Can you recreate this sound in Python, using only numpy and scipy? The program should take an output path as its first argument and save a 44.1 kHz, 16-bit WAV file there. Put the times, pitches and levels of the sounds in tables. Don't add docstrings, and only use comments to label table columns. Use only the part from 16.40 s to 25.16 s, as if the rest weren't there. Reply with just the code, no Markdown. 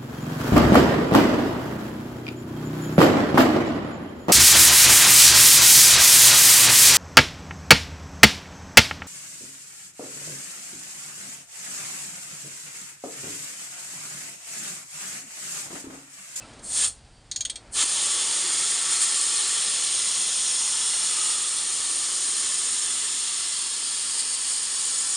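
import sys
import numpy as np
from scipy import signal
from scipy.fft import rfft, irfft, next_fast_len
from scipy.io import wavfile
from scipy.ndimage import uniform_filter1d

SR = 44100
rng = np.random.default_rng(int(sys.argv[2]) if len(sys.argv) > 2 else 0)


def wav_record(signal):
    frames = np.transpose(np.atleast_2d(signal))
    bounded = np.clip(frames, -1, 1)
    quanta = np.round(bounded * 32767).astype(np.int16)
    wavfile.write(sys.argv[1], SR, quanta)


N = 386316

SIZE, HOP = 512, 128
HZ = np.fft.rfftfreq(SIZE, 1 / SR)
T = np.arange(N // HOP + 5) * HOP / SR
BODY_DB = -9


def gain_of(db):
    return 10 ** (np.asarray(db) / 20)


def evened(x):
    return x / np.sqrt(np.mean(abs(x) ** 2) + 1e-20)


def read(points, hz):
    f, value = np.transpose(points)
    return np.interp(np.log(hz + 1), np.log(f + 1), value)


def add(mix, s, sound):
    part = mix[round(s * SR):][:len(sound)]
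    part += sound[:len(part)]


def coloured(x, db_of_hz):
    size = next_fast_len(len(x))
    hz = np.fft.rfftfreq(size, 1 / SR)
    return irfft(rfft(x, size) * gain_of(db_of_hz(hz)), size)[:len(x)]


def bands(colour, splits, levels_db, extra_db=0):
    shape = gain_of(read(colour, HZ))
    band = np.searchsorted(splits, HZ)
    power = np.bincount(band, shape ** 2) * 2 / SIZE
    even_shape = shape / np.sqrt(power[band])
    field_db = uniform_filter1d(np.array(levels_db)[band], size=3, axis=0) + extra_db
    a, b = rng.standard_normal((len(T), len(HZ), 2)).T
    z = (a + 1j * b) * even_shape[:, None] * gain_of(field_db)
    unit = np.sqrt(3 / SIZE)
    return signal.istft(z * unit, nperseg=SIZE, noverlap=SIZE - HOP)[1][:N]


def jet():
    # start_s, whistling_top_db, lower_body_db (against the top)
    puff = [(0.22, -60, -18), (0.24, -41, -25), (0.38, -25, -10), (0.422, -24.5, -9.5), (0.43, -27, -4.5),
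            (0.452, -24, -9.5), (0.48, -30, -11.5), (0.548, -54.5, -16), (0.6, -67, 0)]
    # start_s, whistling_top_db, lower_body_db (against the top)
    blast = [(1.31, -72, -9), (1.324, -46, -26), (1.334, -35, -23), (1.36, -26.5, -8.5), (1.425, -21.5, -5),
             (1.445, -27, -9.5), (1.6, -26, -8.5), (2.1, -26.5, -8.5), (2.7, -25.5, -9.5),
             (3.4, -26.5, -8.5), (4.2, -26.5, -10), (4.9, -26.5, -9.5), (5.1, -28, -10.5),
             (6.14, -27.5, -10.5), (7.1, -29.5, -9), (7.4, -30.5, -8.5), (7.75, -28.5, -10),
             (8.3, -28.5, -11), (8.45, -27, -12.5), (8.76, -27.5, -13)]
    # usual_db (against the top), slope_db (gained per dB that the lower body gains)
    filling = [(-23, 0.33), (-14.5, 0.88), (BODY_DB, 1), (-2.4, 0.34)]
    # pitch_hz, relative_db (per Hz)
    jet_colour = [(59, -55), (100, -28.5), (318, -15), (372, -14), (631, -19.5), (1230, -11.5), (1460, -16),
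                  (1750, -15.5), (2170, -16), (3400, -10), (5230, -10.5), (5880, -11.5), (6620, -10),
                  (8880, 8), (10800, -13.5), (14000, -69), (22000, -120)]
    jet_splits = [1000, 2600, 4000, 7500]
    # middle_s, lift_db, half_length_s
    spurt_rows = [(2.142, 2, .012), (2.178, 1.5, 0.024), (2.32, 1.5, 0.018), (2.41, -1, 0.047),
                  (2.526, 3, .02), (2.628, 5, 0.017), (4.108, 1, .02), (4.915, 1.5, .02),
                  (7.801, 5.5, 0.013), (7.844, -2, 0.051), (7.943, 1.5, .015), (7.982, -2, 0.048),
                  (8.1, 1.5, .04), (8.39, 0, .015)]
    # middle_s, half_length_s, pitch_hz, half_width_hz, lift_db
    tint_rows = [(1.95, 0.29, 450, 400, 3), (2.3, 0.42, 1800, 600, 2.5), (4.2, 0.59, 5700, 700, 2.5),
                 (3.9, .8, 7700, 500, -1.5), (4.85, .2, 1300, 300, 2), (3.1, 0.68, 3240, 320, 1),
                 (7.8, .8, 4700, 400, 3), (8.1, .9, 6100, 350, -2), (6.4, .4, 7100, 200, 2)]
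    # pitch_hz, width_hz, lift_db (before the overall trim)
    hollows = [(380, 25, 2.5), (599, 20, 6.5), (733, 50, 2.5), (940, 15, 3.5), (1710, 30, 2),
               (1785, 92, 4.5), (2018, 75, 4.5), (2390, 43, 1), (3120, 75, 2.5), (3410, 64, 1.5),
               (3394, 26, 5), (3460, 51, 1), (4284, 80, 4.5), (4550, 33, 5.5), (4580, 60, -4.5),
               (5020, 38, 0), (5120, 48, 3.5), (5396, 52, 6.5), (6480, 89, 3), (6250, 60, 2), (6650, 57, 5),
               (6690, 84, 4), (6990, 58, 6), (7330, 46, 2), (7720, 70, 0.5), (7850, 59, -0.5),
               (8100, 78, 1.5), (8900, 98, 1), (9360, 150, 4)]
    # pitch_hz, width_hz, lift_db (before the overall trim)
    notches = [(637, 53, -4), (980, 40, -3), (1480, 49, -3), (1930, 36, -3), (3450, 53, -0.5),
               (3830, 69, -4), (4400, 40, 2), (4500, 40, -3.5), (5950, 45, -2.5), (6300, 44, -2),
               (6780, 60, -2), (7440, 59, -6.5), (8500, 81, -5)]
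    trim_db = -0.8

    s, top, body = np.transpose(puff + blast)
    between = (T > puff[-1][0]) & (T < blast[0][0])
    shut = (T < s[0]) | between
    top_db = np.where(shut, -120, np.interp(T, s, top))
    gained = np.interp(T, s, body) - BODY_DB
    levels = [top_db + usual_db + slope * gained for usual_db, slope in filling] + [top_db]

    noise = rng.standard_normal((len(T), len(HZ))).T
    patches = evened(uniform_filter1d(uniform_filter1d(noise, size=4, axis=0), size=12, axis=1))
    flutter = evened(uniform_filter1d(rng.standard_normal(len(T)), size=4))
    spurts = sum(db * np.exp(-((T - at) / length) ** 2) for at, db, length in spurt_rows)
    treble = np.clip(HZ / 8000, 0, 1)[:, None]
    tints = 0
    for at, half, f, width, db in tint_rows:
        tints = tints + db * np.exp(-((HZ[:, None] - f) / width) ** 2 - ((T - at) / half) ** 4)
    extra_db = tints + 0.51 * patches + treble * (0.19 * flutter + spurts)
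    hiss = bands(jet_colour, jet_splits, levels, extra_db)

    def resonance_db(hz):
        return trim_db + sum(db / (1 + (2 * (hz - f) / w) ** 2) for f, w, db in hollows + notches)

    return shifting_ripple(coloured(hiss, resonance_db), depth_db=2.05)


def shifting_ripple(x, depth_db):
    z = signal.stft(x, nperseg=2048)[2]
    noise = rng.standard_normal(z.shape[::-1]).T
    ripple = evened(uniform_filter1d(uniform_filter1d(noise, size=3, axis=0), size=40, axis=1))
    return signal.istft(z * gain_of(depth_db * ripple), nperseg=2048)[1][:N]


def tooth(db, swing, pawl_hz, pawl_db, rattle):
    # pitch_hz, relative_db (before scatter and group levels), t60_s (time to fall 60 dB)
    wrench = [(2360, -5, 0.073), (2700, -22, 0.15), (2900, -22, 0.1), (3100, -16, 0.04), (3270, 2, 0.085),
              (3550, -18, 0.099), (3500, -13, 0.1), (4300, -6, 0.12), (5222, -9, 0.14), (5450, -16, 0.18),
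              (6158, -34, 0.09), (6670, 10, 0.041), (7106, -17, 0.072), (7440, -23, 0.18), (8500, -2, 0.1),
              (9367, -16, 0.076), (9572, -16, 0.073), (9700, -6.5, 0.049), (1750, -18, .06),
              (2010, -4, .06), (4420, -4, 0.086), (5850, -14, .07), (8250, -5, .06), (9000, -8, .04)]
    # pitch_hz, relative_db (per Hz)
    snap_colour = [(1000, -44), (1700, -13), (2600, -15), (3300, -2.5), (5000, -7), (6600, -3), (7600, -7),
                   (8600, 5.5), (10500, -24)]
    tooth_edges = [1500, 2700, 3800, 4900, 6200, 7400, 9000, 10800]
    # swing_start_db, swing_end_db
    groups = [(-17.5, -16.5), (-10.5, -3.5), (-4, -8), (-4, -11), (0, 0), (-7, -2.5), (-15, -10)]
    scatter_db = 4

    t = np.arange(SR // 5) / SR
    shake, hiss = rng.standard_normal((2, len(t)))
    blow = shake * np.exp(-t / max(rattle, 5e-4))
    modes = 0
    for f, mode_db, t60 in wrench + [(pawl_hz, 4, .11)]:
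        struck_db = mode_db + scatter_db * rng.standard_normal()
        modes = modes + gain_of(struck_db - 60 * t / t60) * np.sin(2 * np.pi * f * t)
    ring = evened(signal.fftconvolve(blow, modes)[:len(t)])

    held = np.maximum(t - 0.93 * rattle, 0)
    near, echo = gain_of(-60 * held / 0.046), gain_of(-11 - 60 * t / 0.21)
    onset = np.minimum(t / .0004, 1)
    snap = evened(coloured(hiss, lambda hz: read(snap_colour, hz)) * (near + echo) * onset)
    x, out = ring + gain_of(-1.0) * snap, 0

    for lo, hi, (first_db, last_db) in zip(tooth_edges, tooth_edges[1:], groups):
        part = signal.sosfilt(signal.butter(3, [lo, hi], "band", fs=SR, output="sos"), x)
        part_peak = np.sqrt(uniform_filter1d(part ** 2, size=300).max())
        group_db = first_db + swing * (last_db - first_db) + pawl_db * (lo < pawl_hz < hi)
        out += gain_of(group_db) * part / part_peak
    return gain_of(db) * out / np.sqrt(uniform_filter1d(out ** 2, size=200).max())


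def tools():
    # start_s, level_db (highest short-time rms), swing (handle, 0-1), pawl_hz,
    # pawl_db (lift of the group of modes that holds the pawl's ring), rattle_s (time constant)
    teeth = [(0.1344, -53, 0.5, 6660, -2, 0.004), (0.191, -50, 0.4, 6640, -1.5, 0.004),
             (0.9128, -26.5, 0, 6820, 0, 0.0027), (0.96, -23.5, 0.3, 6740, 2, 0.0037),
             (1.0066, -23.5, 0.45, 6570, 3, 0.0029), (1.05, -23.5, 0.8, 6560, 0, 0.0044),
             (1.097, -26, 0.95, 6620, -5, 0.0053), (1.1564, -32, 0.7, 6580, -5, 0.0026)]
    # start_s,
    # length_s, pitch_hz, peak_db
    pings = [(0.014, 0.026, 2630, -43), (.03, 0.04, 1320, -50), (.58, 0.18, 4680, -70),
             (0.7, 0.15, 4620, -63), (.74, 0.13, 3150, -67), (1.432, 0.014, 300, -37),
             (7.155, .03, 4300, -39), (7.197, 0.027, 4300, -37), (7.255, .03, 4300, -37)]
    out = np.zeros(N)
    for s, *strike in teeth:
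        add(out, s, tooth(*strike))
    for s, length, hz, db in pings:
        t = np.arange(round(length * SR)) / SR
        add(out, s, gain_of(db) * np.hanning(len(t)) * np.sin(2 * np.pi * hz * t))
    return out


def air():
    # start_s, rumble_db, low_wash_db, high_wash_db
    air_levels = [(0.0, -52, -49, -51), (0.26, -57, -51, -57), (0.41, -54, -54, -51),
                  (0.52, -54.5, -58.5, -58.5), (0.8, -54.5, -60, -61.5), (1.43, -56, -51, -59),
                  (1.47, -64, -57, -63), (2.5, -67, -57.5, -61), (5.7, -64, -61, -62),
                  (8.76, -66, -69, -62)]
    # pitch_hz, relative_db (per Hz)
    air_colour = [(120, -40), (200, -3.5), (353, -17), (563, -14), (643, -15.5), (699, -14), (1100, -20),
                  (1390, -20), (3650, -24.5), (4690, -22.5), (6230, -28.5), (9140, -24.5), (10800, -44),
                  (14000, -74), (22000, -120)]
    # pitch_hz, relative_db (per Hz)
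    rumble_colour = [(12, -32), (20, -3), (32, -4), (45, 0), (128, -3), (178, -13), (205, -18), (237, -17),
                     (250, -19), (320, -47), (550, -120)]
    # pitch_hz, width_hz, level_db (against the rumble, before it sinks)
    hum = (36.6, 5, -9)
    # start_s, end_s, change_db
    hum_fade = (1.5, 2.6, -10)

    s, rumble_db, *wash_db = np.transpose(air_levels)
    t = np.arange(N) / SR
    rumble = evened(coloured(rng.standard_normal(N), lambda hz: read(rumble_colour, hz)))
    hum_hz, width, hum_db = hum
    drone = evened(coloured(rng.standard_normal(N),
                            lambda hz: -20 * np.log10(1 + (2 * (hz - hum_hz) / width) ** 2)))
    drone_db = hum_db + np.interp(t, hum_fade[:2], [0, hum_fade[2]])
    low = (rumble + gain_of(drone_db) * drone) * gain_of(np.interp(t, s, rumble_db))
    return low + bands(air_colour, [2500], [np.interp(T, s, db) for db in wash_db])


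def scene():
    return np.tile(jet() + tools() + air(), (2, 1))


def low_pass(x, hz):
    return signal.oaconvolve(x, signal.firwin(1535, hz, window=("kaiser", 10), fs=SR), "same")


def record(dry):
    # pitch_hz, gain_db
    sheen = [(12300, -80), (12600, -46), (14300, -29), (15400, -32)]
    edge_hz, sheen_edge_hz = 10850, 15550
    main = low_pass(dry[0], edge_hz)
    flipped = main * (-1.) ** np.arange(N)
    mirror = coloured(flipped, lambda hz: read(sheen, hz))
    return np.tile(low_pass(main + mirror, sheen_edge_hz), (2, 1))


dry = scene()
out = record(dry)
wav_record(out)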